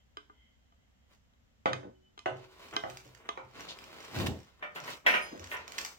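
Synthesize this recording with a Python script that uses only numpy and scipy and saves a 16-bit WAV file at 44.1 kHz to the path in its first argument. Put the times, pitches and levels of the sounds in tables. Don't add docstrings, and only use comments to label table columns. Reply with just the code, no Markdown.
import sys
import numpy as np
from scipy import signal
from scipy.fft import rfft, irfft, next_fast_len
from scipy.io import wavfile
from scipy.ndimage import uniform_filter1d

SR = 44100
rng = np.random.default_rng(int(sys.argv[2]) if len(sys.argv) > 2 else 0)


def wav_out(sig):
    wavfile.write(sys.argv[1], SR, np.round(np.clip(np.atleast_2d(sig).T, -1, 1) * 32767).astype(np.int16))


N = 263718
TIME = np.arange(N) / SR
AGE = TIME[:26000]

# (time [s], level [dB], hardness [dB], left minus right [dB])
FRAME_KNOCKS = [(1.6566, -25.5, 2, -1.5), (1.8303, -54, -2, -1), (2.2574, -29.5, 0, -1.5),
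                (2.8355, -36.5, -6, -1.5), (3.3736, -42.5, 1.5, -1.5)]
# (time [s], level [dB], hardness [dB], left minus right [dB])
SHUTTLE_TAPS = [(0.1693, -44, -3, -1.5), (0.2966, -54, -30, 0), (0.7218, -69, -11, 0),
                (1.334, -76.5, -1, 2), (1.731, -35, 1.5, -3), (2.1761, -52.5, -2.5, 3),
                (2.1899, -57, 12.5, -4.5), (2.764, -31.5, 3, -2.5), (3.2885, -34, -4.5, -3),
                (4.4813, -65, -11.5, 0)]
# (time [s], level [dB], hardness [dB], left minus right [dB])
SHAFT_CLATTERS = [(4.6237, -41, -8, -0.5), (4.7587, -44, -8.5, 0), (4.8764, -45.5, -8, -1),
                  (5.0625, -28.5, 5.5, 0), (5.0675, -31.5, 5, 0.5), (5.0915, -41, 11, 1),
                  (5.1377, -30.5, 0, -1.5), (5.5142, -44, 1.5, 0), (5.5384, -41, -9, -1)]
# (time [s], peak [dB], left minus right [dB])
THREAD_TICKS = [(2.8979, -36, -6), (2.9705, -32, 0), (3.1482, -42, -9.5), (3.6052, -34, -1),
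                (3.7868, -32.5, 3.5), (4.0482, -36, 1), (4.2627, -28, 0), (5.3943, -35, -4.5),
                (5.441, -32.5, -1), (5.678, -32, -4), (5.7196, -28.5, -2.5), (5.7814, -19, -5),
                (5.7851, -18, -1), (5.8136, -27, -3), (5.8476, -23.5, 2.5), (5.86, -30, -2)]
# (time [s], level [dB])
METAL_PINGS = [(5.07, -71), (5.14, -50.5), (5.218, -47.5)]
# (time [s], low tone [Hz], low tone level [dB], upper rumble level [dB])
FURTHER_BOOMS = [(1.826, 117, -65, -46.5), (3.039, 127.6, -60.5, -58.5), (4.791, 149.3, -58.5, -71),
                 (5.08, 227.2, -54, -46), (5.309, 177, -66, -45), (5.37, 90, -54, -51),
                 (5.55, 84.6, -64.5, -81), (5.77, 81.7, -64.5, -66)]
# (peak time [s], rise [s], fall [s], level [dB], brightness [dB])
RUB_STROKES = [(1.132, 0.054, 0.049, -65.5, 3), (2.439, 0.2, 0.064, -56.5, -8), (2.69, 0.3, 0.44, -52.5, 0),
               (2.97, 0.17, .5, -59.5, 5), (3.615, .11, 0.22, -46.5, -5), (4.0, 0.49, 0.59, -48.5, -1),
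               (4.21, 0.11, 0.12, -40, 1), (4.268, 0.014, 0.032, -35, 4), (4.759, .018, 0.082, -48.5, 5.5),
               (4.835, 0.11, 0.1, -46.5, -18), (4.887, 0.046, 0.099, -43.5, 3.5),
               (5.27, 0.24, 0.32, -52, -1.5), (5.44, 0.07, 0.57, -51, -12), (5.523, 0.04, 0.062, -47, 11.5),
               (5.811, 0.15, 0.15, -49.5, 2)]
# (peak time [s], rise [s], fall [s], level [dB])
EDGE_SCRAPES = [(3.688, .005, 0.082, -41.5), (4.925, 0.047, 0.034, -44.5)]
# (peak time [s], rise [s], fall [s], level [dB])
DULL_SCUFFS = [(2.729, .006, 0.12, -44), (3.24, .16, 0.24, -55.5), (4.623, 0.027, 0.014, -55.5),
               (5.059, 0.015, 0.024, -47.5)]
# (peak time [s], rise [s], fall [s], level [dB])
SHUTTLE_SLIDES = [(0, .05, 0.075, -74), (.43, 0.18, 0.2, -69), (1.0, 0.88, .5, -85)]
# (peak time [s], rise [s], fall [s], level [dB], pitch [Hz])
WOOD_SQUEAKS = [(1.96, 0.017, .03, -72, 3010), (2.07, 0.055, 0.054, -67, 3015)]

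# (pitch [Hz], level [dB], time to fall 60 dB [s])
BEAM_TONES = [(289, -11.5, 0.7), (375, -4.5, 0.87), (524.5, 8.5, 0.31), (649, 6, 0.32), (735, 0, 0.24),
              (823, 0.5, 0.14), (995, 0.5, 0.071), (1155, -0.5, 0.066), (1310, -1, 0.1), (1507, -2.5, 0.24),
              (1933, -11.5, 0.12), (2180, -11, 0.13), (2300, -23.5, 0.21), (2580, -7, 0.082),
              (3100, -20, .12)]
# (pitch [Hz], level [dB], time to fall 60 dB [s])
SHUTTLE_TONES = [(294, -2, 0.37), (422, 3, 0.2), (681, -2, 0.22), (835, 2, 0.067), (1256, 4, 0.11),
                 (1200, 13, 0.083), (1570, -3.5, 0.19), (2060, -2.5, 0.16), (2500, -6, 0.13),
                 (2940, -23, 0.037), (3950, 13, 0.022), (4630, -14, 0.039), (5170, -11, .09),
                 (5720, -9, 0.08)]
# (pitch [Hz], level [dB], time to fall 60 dB [s])
SHAFT_TONES = [(598, -6.5, 0.42), (894, -7.5, 0.28), (1007, -1.5, 0.27), (1295, -9, 0.21),
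               (1567, -14, 0.92), (1823, 4.5, 0.29), (1920, 8, 0.17), (2083, 6.5, 0.14), (2448, 5, 0.087),
               (2590, -9, 0.2), (2710, 2, 0.05), (2500, -29, 0.41), (3270, -16, 0.43), (3244, -0.5, 0.095),
               (3620, -32, 0.16), (4230, -32, 0.25)]
# (pitch [Hz], level [dB], time to fall 60 dB [s])
METAL_TONES = [(5010, -5, 0.64), (5040, -12, 0.8), (6440, -6.5, .65), (9200, 4, 0.16), (12700, -5, 0.21)]

# (frequency [Hz], level [dB])
BEAM_CRACK_COLOUR = [(59, -36), (100, -6.5), (231, -6), (359, 2.5), (452, -4), (524, 3), (720, -7),
                     (1120, -11.5), (1490, -11.5), (1660, -18.5), (1950, -11), (3000, -20.5), (4400, -28.5),
                     (7050, -35.5), (8200, -39.5), (10100, -61), (15000, -64.5)]
# (frequency [Hz], level [dB])
SHUTTLE_CRACK_COLOUR = [(120, -42), (200, -13.5), (390, -0.5), (560, -15), (1050, -2), (1220, -10.5),
                        (1540, -4.5), (2020, -16.5), (2750, -18.5), (3010, -6.5), (3670, -10.5), (5860, -8),
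                        (15000, -45)]
# (frequency [Hz], level [dB])
SHAFT_CRACK_COLOUR = [(88, -36), (150, -24.5), (601, -7.5), (998, -3), (1100, -11.5), (1310, 4), (1660, -6),
                      (1870, 4), (2700, -1.5), (4760, -23.5), (5790, -19), (7320, -32), (12200, -35),
                      (14500, -31), (16000, -35)]
# (frequency [Hz], level [dB])
SNAP_COLOUR = [(410, -53), (700, -9), (910, -4), (1060, -6), (1330, 1.5), (1400, -1), (2530, 1), (3940, -6),
               (5760, -0.5), (8310, -10), (9600, -25.5), (13500, -15.5), (16000, -19)]
# (frequency [Hz], level [dB])
THREAD_COLOUR = [(47, -69), (80, -7), (259, -4), (471, -2), (538, -3), (643, -3), (858, -5), (1000, -2.5),
                 (1490, -5.5), (1860, -7), (3960, -8), (9190, -29), (16000, -28)]
# (frequency [Hz], level [dB])
HISS_COLOUR = [(12, -29), (20, -25.5), (65, -6.5), (154, -21), (234, -18.5), (357, -34), (574, -30),
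               (1060, -36.5), (1220, -36), (2080, -35.5), (2260, -39), (3070, -37), (4420, -44),
               (7400, -43.5), (9100, -62), (12300, -51.5), (16000, -57.5)]
# (frequency [Hz], time to fall 60 dB [s])
ROOM_DECAY = [(120, 0.47), (300, 0.4), (800, 0.34), (2000, 0.28), (5000, 0.32), (14000, 0.38)]

CLACK_SHARE = 0.55
RASP_SHARE = 0.15
SNAGS_PER_S, SNAG_DB, SNAG_SCATTER_DB, SNAG_PAN_DB = 14, 11.5, 2, 4.5
BOOM_DELAY_S, BOOM_HZ, BOOM_DB, BOOM_UPPER_DB = .035, 128.9, -20.5, -25.5
JUDDER_S, JUDDER_RISE_S, JUDDER_HOLD_S, JUDDER_FALL_S = 4.2, 0.069, .06, 0.15
SLIP_HZ, SLIP_SLOWING_PER_S = 97.6, 1.13
SWELL_DB, SWELL_POWER = 20, 1.6


def amp(db):
    return 10 ** (np.asarray(db) / 20)


def unit(x, span=None):
    judged = x[..., :int(span * SR) if span else None]
    return x / np.sqrt(np.mean(judged ** 2) + 1e-24)


def fade(t60):
    return np.exp(-np.log(1000) * AGE / max(t60, .001))


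def band(x, lo_hz, hi_hz, order=3):
    limits = [lo_hz, min(hi_hz, SR / 2 - 1)]
    return signal.sosfilt(signal.butter(order, limits, "band", fs=SR, output="sos"), x + 1e-18)


def colour(x, points, size=2048):
    hz, db = np.transpose(points)
    grid_hz = np.linspace(1, SR / 2, size + 1)
    cepstrum = irfft(np.log(amp(np.interp(np.log(grid_hz), np.log(hz), db))))
    cepstrum[1:size] *= 2
    cepstrum[size + 1:] = 0
    response = irfft(np.exp(rfft(cepstrum)))[:size]
    return signal.fftconvolve(np.atleast_2d(x), response[None], axes=1)[:, :x.shape[-1]]


def grains(count, spread_db):
    sizes = amp(spread_db * rng.standard_normal(count))
    return unit(rng.standard_normal(count) * sizes)


def walk(rate):
    k = int(SR / rate)
    steps = np.repeat(rng.standard_normal(N // k + 1), k)
    return unit(uniform_filter1d(steps, k)[:N])


def swell(s, rise_s, fall_s, db, hold_s=0):
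    before = np.maximum(s - TIME, 0) / max(rise_s, .002)
    after = np.maximum(TIME - s - hold_s, 0) / max(fall_s, .002)
    away = np.minimum(before + after, 4)
    return amp(db - SWELL_DB * away ** SWELL_POWER)


def together(swells):
    return np.sqrt(sum(g ** 2 for g in swells))


def ports(x, lag_ms):
    lags = np.maximum([lag_ms, -lag_ms], 0) / 1000
    count = next_fast_len(x.shape[-1] + 256)
    hz = np.fft.rfftfreq(count, 1 / SR)
    delay = np.exp(-2j * np.pi * hz * lags[:, None])
    return irfft(rfft(x, count) * delay, count)[:, :x.shape[-1]]


def add(out, s, x, pan_db=0):
    i = max(int(s * SR), 0)
    sides = amp(np.array([[pan_db], [-pan_db]]) / 2)
    out[:, i:i + x.shape[-1]] += (x * sides)[:, :N - i]


def room_response():
    hz, t60 = np.transpose(ROOM_DECAY)
    edges = np.geomspace(50, 20000, 9)
    tail = 0
    for lo, hi in zip(edges, edges[1:]):
        noise = band(rng.standard_normal((2, len(AGE))), lo, hi)
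        tail = tail + noise * fade(np.interp(np.log(lo * hi) / 2, np.log(hz), t60))
    tail = tail * (1 - fade(0.0062))
    return tail / np.sqrt(np.sum(tail ** 2) / 2)


def in_room(x, room, lag_ms, wet_db):
    echoes = signal.fftconvolve(x[None], room, axes=1)[:, :len(x)]
    return ports(x, lag_ms) + amp(wet_db) * echoes


def ring(modes, lag_ms, scatter_db=3.0, detune=0.0014, spread=1.0):
    out = 0
    for hz, db, t60 in modes:
        size, shift, skew, start = rng.standard_normal(4)
        lead = 2 * np.pi * hz * lag_ms / 1000 + spread * skew
        phase = np.pi * start + np.array([[0], [lead]])
        tone = np.sin(2 * np.pi * hz * (1 + detune * shift) * AGE + phase)
        out = out + amp(db + scatter_db * size) * fade(t60) * tone
    return out * (1 - fade(0.0021))


def blows(rows, modes, tint, room, crack_s, grain_db, ring_db, wet_db, lag_ms,
          bass_db, body_db, clack_db, treble_db):
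    out = np.zeros((2, N))
    attack = .02
    edges = 150, 700, 1700, 3500, 15000
    for s, db, hard_db, pan in rows:
        burst = grains(len(AGE), grain_db) * fade(crack_s)
        crack = colour(in_room(burst, room, lag_ms, wet_db), tint)
        hit = unit(crack, attack) + amp(ring_db) * unit(ring(modes, lag_ms), attack)
        start = hit[:, :int(attack * SR)]
        now = [20 * np.log10(band(start, lo, hi).std()) for lo, hi in zip(edges, edges[1:])]
        offsets = [bass_db, body_db, clack_db + CLACK_SHARE * hard_db, treble_db + hard_db]
        low, mid, upper, high = db + np.array(offsets) - now
        shape = [(520, low), (850, mid), (1400, mid), (2300, upper), (3300, upper), (4600, high)]
        add(out, s + .001, colour(hit, shape), pan)
    return out


def air(hum_hz=64, hum_db=-72, hiss_db=-68.5):
    mid, side = rng.standard_normal((2, N))
    side = 0.29 * side + band(side, 280, 18000, order=1)
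    hiss = unit(colour(np.array([mid + side, mid - side]), HISS_COLOUR))
    hum = amp(hum_db + 1.4 * walk(3.5)) * np.sin(2 * np.pi * hum_hz * TIME)
    return amp(hiss_db) * hiss + hum


def slide():
    noise = rng.standard_normal((2, N)) * amp(2 * walk(24.7))
    whisper = band(noise, 3010, 3250, order=2) + band(noise, 2000, 2140, order=2)
    return together(swell(*row) for row in SHUTTLE_SLIDES) * unit(whisper)


def taps(room):
    return blows(SHUTTLE_TAPS, SHUTTLE_TONES, SHUTTLE_CRACK_COLOUR, room,
                 crack_s=0.016, grain_db=-3.5, ring_db=-2, wet_db=-7.5, lag_ms=0.4335,
                 bass_db=-11, body_db=-1, clack_db=-3.5, treble_db=-13)


def rubbing(room, grain_db=10, catch_db=2.5, wet_db=1, body_db=-1, rasp_db=-3.5, hiss_db=-14):
    strokes = [(swell(*stroke), bright_db) for *stroke, bright_db in RUB_STROKES]
    scuffs = [swell(*row) for row in DULL_SCUFFS]
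    scrapes = [swell(*row) for row in EDGE_SCRAPES]
    body = together([g * amp(body_db) for g, _ in strokes] + scuffs)
    rasp = together([g * amp(rasp_db + RASP_SHARE * bright_db) for g, bright_db in strokes] + scrapes)
    hiss = together(g * amp(hiss_db + bright_db) for g, bright_db in strokes)
    contacts = np.clip(grains(N, grain_db), -18, 18)
    clumps = amp(catch_db * walk(70) + 1.5 * walk(22))
    plucks = colour(in_room(contacts * clumps, room, -.12, wet_db), THREAD_COLOUR)
    low = body * unit(band(plucks, 80, 3090))
    middle = rasp * unit(band(plucks, 2770, 7400))
    high = hiss * unit(band(plucks, 9700, SR / 2))
    return low + middle + high


def snags():
    count = int(SNAGS_PER_S * N / SR)
    effort = together(swell(*stroke) for *stroke, _ in RUB_STROKES)
    rows = []
    for i in rng.integers(0, N, count):
        size, side = rng.standard_normal(2)
        peak = 20 * np.log10(effort[i]) + SNAG_DB + SNAG_SCATTER_DB * size
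        rows.append((i / SR, peak, SNAG_PAN_DB * side))
    return rows


def ticks(room, wet_db=-2, gain_db=-1, lag_ms=0.372, crack_s=.016):
    out = np.zeros((2, N))
    for s, peak, pan in [*THREAD_TICKS, *snags()]:
        burst = grains(len(AGE), 6.6) * fade(crack_s)
        snap = colour(in_room(burst, room, lag_ms, wet_db), SNAP_COLOUR)
        add(out, s + .001, snap * amp(peak + gain_db) / np.abs(snap).max(), pan)
    return out


def knocks(room):
    return blows(FRAME_KNOCKS, BEAM_TONES, BEAM_CRACK_COLOUR, room,
                 crack_s=0.023, grain_db=4.5, ring_db=-0.5, wet_db=2.5, lag_ms=0.45,
                 bass_db=-5.5, body_db=0.5, clack_db=-10.0, treble_db=-23.5)


def booms(rise_s=0.052, upper_rise_s=0.032):
    out = np.zeros((2, N))
    low_swell, upper_swell = ((AGE / r) ** 2 * np.exp(2 - 2 * AGE / r) for r in (rise_s, upper_rise_s))
    knocked = [(s + BOOM_DELAY_S, BOOM_HZ, db + BOOM_DB, db + BOOM_UPPER_DB)
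               for s, db, _, _ in FRAME_KNOCKS]
    for s, hz, low_db, upper_db in [*knocked, *FURTHER_BOOMS]:
        murmur = unit(band(rng.standard_normal(len(AGE)), 0.69 * hz, 0.96 * hz))
        low = np.sqrt(2) * np.sin(2 * np.pi * hz * AGE) + .5 * murmur
        noise = rng.standard_normal((3, len(AGE)))
        upper = unit(band(ports(noise[0], 0.52) + 0.41 * noise[1:], 180, 630))
        add(out, s, amp(low_db) * low * low_swell + amp(upper_db) * upper * upper_swell)
    return out


def squeak(wobble=0.0044):
    turns = 2 * np.pi * np.cumsum(1 + wobble * walk(150)) / SR
    return sum(swell(*gesture) * np.sin(hz * turns) for *gesture, hz in WOOD_SQUEAKS)


def judder(wander=0.104, drone_db=-36, rumble_db=-35.5):
    strength = swell(JUDDER_S, JUDDER_RISE_S, JUDDER_FALL_S, 0, JUDDER_HOLD_S)
    slip_hz = SLIP_HZ * np.exp(-SLIP_SLOWING_PER_S * np.maximum(TIME - JUDDER_S, 0))
    phase = 2 * np.pi * np.cumsum(slip_hz * (1 + wander * walk(60))) / SR
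    throb = unit(np.sin(phase) + .5 * unit(band(rng.standard_normal(N), 101, 148)))
    noise = rng.standard_normal(N) + 0.84 * rng.standard_normal((2, N))
    rough = unit(colour(noise, [(110, -22), (180, -4), (300, -6), (500, -14), (900, -19), (2000, -56.0)]))
    rumble = rough * (1 + 0.19 * np.cos(phase))
    return strength * (amp(drone_db) * throb + amp(rumble_db) * rumble)


def clatter(room):
    return blows(SHAFT_CLATTERS, SHAFT_TONES, SHAFT_CRACK_COLOUR, room,
                 crack_s=0.06, grain_db=5.0, ring_db=-1.5, wet_db=5.5, lag_ms=-0.27,
                 bass_db=-5, body_db=1.0, clack_db=4.5, treble_db=-11.5)


def pings():
    out = np.zeros((2, N))
    for s, db in METAL_PINGS:
        tone = ring(METAL_TONES, -.19, scatter_db=1, detune=.0003, spread=.3)
        add(out, s, amp(db) * tone * (1 - fade(.06)))
    return out


def scene():
    room = room_response()
    background = air() + slide()
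    threads = rubbing(room) + ticks(room) + judder()
    wood = taps(room) + knocks(room) + booms() + squeak() + clatter(room)
    return background + threads + wood + pings()


def record(dry):
    return signal.sosfilt(signal.ellip(10, .2, 70, 15900, fs=SR, output="sos"), dry)


dry = scene()
out = record(dry)
wav_out(out)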